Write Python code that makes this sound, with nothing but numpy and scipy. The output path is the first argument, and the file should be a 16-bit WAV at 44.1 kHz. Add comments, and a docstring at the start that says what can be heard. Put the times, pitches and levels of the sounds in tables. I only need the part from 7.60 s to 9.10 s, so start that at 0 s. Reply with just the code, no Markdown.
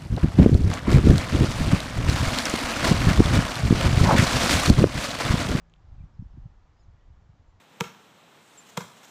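"""A ball bounces twice on leaf-covered ground in a quiet wood, heard through one microphone.
Each bounce crushes dry leaves, slaps, thumps and rings the ball's shell and air; trunks near
and far scatter the sound back. Much fainter, a dog stirs in the leaves, and a distant bird
gives one thin falling chirp over the steady hush of the place."""
import sys
import numpy as np
from scipy import signal
from scipy.fft import rfft, irfft
from scipy.io import wavfile

SR = 44100
rng = np.random.default_rng(int(sys.argv[2]) if len(sys.argv) > 2 else 0)


def generate_wav(sig):
    """Save sig (samples, or channels by samples) to the path in sys.argv[1] as 16-bit PCM at SR."""
    pcm = np.round(np.clip(np.atleast_2d(sig).T, -1, 1) * 32767).astype(np.int16)
    wavfile.write(sys.argv[1], SR, pcm)


N = 66150

# tone colours of the hush, the wood's echo, the dog's rustle and its steps
# (frequency [Hz], relative level [dB])
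HUSH_COLOUR = [(25, -42), (50, -10.5), (90, -2.5), (170, 4), (320, -1), (600, -0.5), (950, -0.5),
               (1900, -6.5), (4000, -8.5), (4500, -17), (8200, -16.5), (9200, -27), (15000, -25)]
ECHO_COLOUR = [(80, -1), (160, -5.5), (300, -1.5), (480, -6.5), (900, -5.5), (1400, 0.5), (2500, -4),
               (4200, -1), (8000, -2.5), (15000, -1.5)]
DOG_RUSTLE_COLOUR = [(200, -11), (1000, -3), (3500, 3), (5000, -3.5), (8000, 0.5), (9200, -6),
                     (15000, -16.5)]
DOG_STEP_COLOUR = [(80, -11), (170, -7), (300, -11), (550, 4.5), (1200, 3), (2000, 4), (3500, 3.5),
                   (4700, -1), (6800, 7), (8200, -1), (9200, -12), (15000, -5.5)]
# the dog's steps in the leaves (time [s], level [dB], half length [s])
DOG_STEPS = [(0.955, -67, 0.035), (1.07, -57, 0.0055), (1.097, -52.5, 0.0084), (1.131, -58.5, 0.009),
             (1.378, -58, 0.0094), (1.435, -51.5, 0.0038), (1.45, -51.5, 0.0059), (1.49, -56, 0.02)]
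# tone colours of the ball's slap and of the leaves it crushes (frequency [Hz], relative level [dB])
SLAP_COLOUR = [(100, 9.5), (400, 1), (1000, 6), (2600, 5), (4600, -4.5), (6500, -2), (8200, -20.5),
               (9100, -24), (10700, -20.5), (15000, -15.5)]
CRUNCH_COLOUR = [(150, -25.5), (600, 1), (1200, -1), (2200, -10), (3600, -5.5), (4600, -14), (6600, -10),
                 (8200, -10), (9000, -21), (15000, -21.5)]
# modes of the ball's shell and air; the spot that meets the ground sets their strength
# (frequency [Hz], relative level in first bounce [dB], in second bounce [dB], time to fall 60 dB [s])
RING_MODES = [(380.3, 0, 0, 0.06), (461, 4, 4, 0.075), (853, -14.5, -23, 0.024), (939, 9, 9, 0.027),
              (1129, -1, 4.5, 0.029), (1196, 1.5, -5.5, 0.039), (1335, -1.5, -4, 0.048),
              (1610, -1, -5, 0.018), (2045, -8.5, 2.5, 0.02), (2187, 3.5, -5, 0.016),
              (2383, -7, -3.5, 0.032), (2530, -4, -29, 0.021), (3167, -15, 5, 0.016), (3723, -34, 0, 0.019)]
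# the ball's landings (time [s], thump [dB], slap [dB], ring [dB], crunch [dB],
# time pressing the leaves [s], ring pitch [ratio], echo [dB], far trunk's delay [s])
LANDINGS = [(0.2085, -21.5, -6, -26, -28.5, 0.0053, 1.0, -2.5, 0.140),
            (1.1746, -23.5, -17, -29.5, -26.5, 0.0041, 1.025, 0.5, 0.128)]


def undb(db):
    """Decibels to gain."""
    return 10 ** (np.asarray(db) / 20)


def unit(x):
    """Scale to rms 1."""
    return x / np.sqrt(np.mean(x ** 2))


def since(start):
    """Seconds since a moment, zero before it."""
    return np.maximum(np.arange(N) / SR - start, 0)


def swell(age, peak_s):
    """A rise to 1 and a quick rounded fall."""
    return age / peak_s * np.exp((1 - (age / peak_s) ** 2) / 2)


def decay(age, t60_s):
    """A fall of 60 dB every t60_s."""
    return np.exp(-np.log(1000) * age / t60_s)


def convolve(x, impulse_response):
    """Pass a sound through an impulse response."""
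    return signal.fftconvolve(x, impulse_response)[:N]


def response(colour, size=4096):
    """Causal impulse response with the given tone colour."""
    hz, db = np.array(colour).T
    freqs = np.maximum(np.arange(size // 2 + 1) * SR / size, 1)
    gain = undb(np.interp(np.log(freqs), np.log(hz), db))
    cepstrum = irfft(np.log(gain))
    cepstrum[1:size // 2] *= 2  # fold to minimum phase
    cepstrum[size // 2 + 1:] = 0
    return irfft(np.exp(rfft(cepstrum)))


def crackle(colour, spread_db):
    """Dense tiny clicks of uneven size, rms 1."""
    sizes = undb(spread_db * np.minimum(rng.standard_normal(N), 2))
    return unit(convolve(rng.standard_normal(N) * sizes, response(colour)))


def hush(level_db=-55.5, points=24):
    """The faint background of the wood, wavering by about a decibel."""
    waver_db = np.interp(np.arange(N), np.linspace(0, N, points), rng.standard_normal(points))
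    noise = unit(convolve(rng.standard_normal(N), response(HUSH_COLOUR)))
    return undb(level_db + waver_db) * noise


def wood_echo(x, delay_s=0.029, spread_db=9.4, trunks_db=-7, far_db=-20):
    """The wood answers: a little scatter from close by, then many trunks, then a weak distant tail."""
    late = since(delay_s)
    scatter = rng.standard_normal(N)
    sizes = undb(spread_db * np.minimum(rng.standard_normal(N), 2))
    build_up = np.where(late > 0, 1, undb(-7) * since(0) / delay_s)
    trunks = build_up * decay(late, t60_s=0.31)
    far = build_up * decay(late, t60_s=0.98)
    envelope = np.hypot(undb(trunks_db) * trunks, undb(far_db) * far) / np.linalg.norm(trunks)
    reflections = convolve(unit(scatter * sizes) * envelope, response(ECHO_COLOUR))
    return convolve(x, reflections)


def trunk_echoes(x, far_s, near_s=0.0318, top_hz=2600):
    """Two single dull echoes reach the microphone, from a near and a far trunk."""
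    dull = signal.sosfilt(signal.butter(2, top_hz, fs=SR, output="sos"), x)
    near = undb(-17.5) * np.roll(dull, int(near_s * SR))
    far = undb(-28.5) * np.roll(dull, int(far_s * SR))
    return near + far


def bird(start_s=0.97, from_hz=8350, to_hz=7230, glide_s=0.0077, echo_s=0.059):
    """In the distance, one high whistle drops onto its final pitch; the trees repeat it faintly."""
    age = since(start_s)
    hz = to_hz + (from_hz - to_hz) * np.exp(-age / glide_s)
    chirp = undb(-46.5) * swell(age, peak_s=0.017) * np.sin(2 * np.pi * np.cumsum(hz) / SR)
    echo = undb(-29) * np.roll(chirp, int(echo_s * SR))
    return chirp + echo + undb(-8) * wood_echo(chirp)


def dog(start_s=0.74, rise_s=0.14, rustle_db=-62):
    """Leaves start to rustle as the dog gets up; each step crunches a few more."""
    t = since(0)
    rise = np.minimum(since(start_s) / rise_s, 1)
    rustle = undb(rustle_db) * rise * crackle(DOG_RUSTLE_COLOUR, spread_db=2)
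    steps = sum(undb(db) * np.exp(-((t - at) / half) ** 2 / 2) for at, db, half in DOG_STEPS)
    return rustle + steps * crackle(DOG_STEP_COLOUR, spread_db=3.5)


def leaf_crunch(start, press_s, touch_db=-9.5, fall_s=0.0016, settle_s=0.028):
    """Dry leaves crackle louder as the ball presses down to the soil, then settle."""
    t, age = since(0), since(start)
    press_left = np.clip((start - t) / press_s, 0, 1)
    pressing = (t > start - press_s) * undb(touch_db * np.sqrt(press_left))
    release = np.exp(-age / fall_s) + undb(-12) * np.exp(-age / settle_s)
    return np.where(age > 0, release, pressing) * crackle(CRUNCH_COLOUR, spread_db=1.5)


def ball_ring(age, spot, pitch, rise_cycles=1.18):
    """The modes of the ball's shell and air build up over a cycle or two and die away."""
    ring = 0
    for hz, *spot_db, t60_s in RING_MODES:
        envelope = (1 - np.exp(-age * hz / rise_cycles)) * decay(age, t60_s)
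        ring -= undb(spot_db[spot]) * envelope * np.cos(2 * np.pi * hz * pitch * age)
    return ring


def ball_slap(start):
    """One sharp click as the ball meets the soil."""
    click = response(SLAP_COLOUR)
    return -convolve(signal.unit_impulse(N, int(start * SR)), click / np.abs(click).max())


def ball_thump(age, hz=168.8):
    """The low body of the impact, a few cycles long."""
    return swell(age, peak_s=0.0065) * np.sin(2 * np.pi * hz * age)


def bounce(spot, start, thump_db, slap_db, ring_db, crunch_db, press_s, pitch, echo_db, far_trunk_s):
    """One landing reaches the microphone directly, then again off the trees."""
    age = since(start)
    thump = undb(thump_db) * ball_thump(age)
    slap = undb(slap_db) * ball_slap(start)
    ring = undb(ring_db) * ball_ring(age, spot, pitch)
    leaves = undb(crunch_db) * leaf_crunch(start, press_s)
    direct = thump + slap + ring + leaves
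    return direct + undb(echo_db) * (wood_echo(direct) + trunk_echoes(direct, far_trunk_s))


def scene():
    """One microphone in the wood: the ball in front, the dog, bird and hush behind it."""
    ball = sum(bounce(spot, *landing) for spot, landing in enumerate(LANDINGS))
    return (ball + dog() + bird() + hush())[None]


def record(dry, low_cut_hz=105, top_hz=15150):
    """The recorder thins the deep bass and cuts the top."""
    thin = signal.sosfilt(signal.butter(2, low_cut_hz, "high", fs=SR, output="sos"), dry)
    return signal.sosfilt(signal.ellip(10, .2, 70, top_hz, fs=SR, output="sos"), thin)


dry = scene()
out = record(dry)
generate_wav(out)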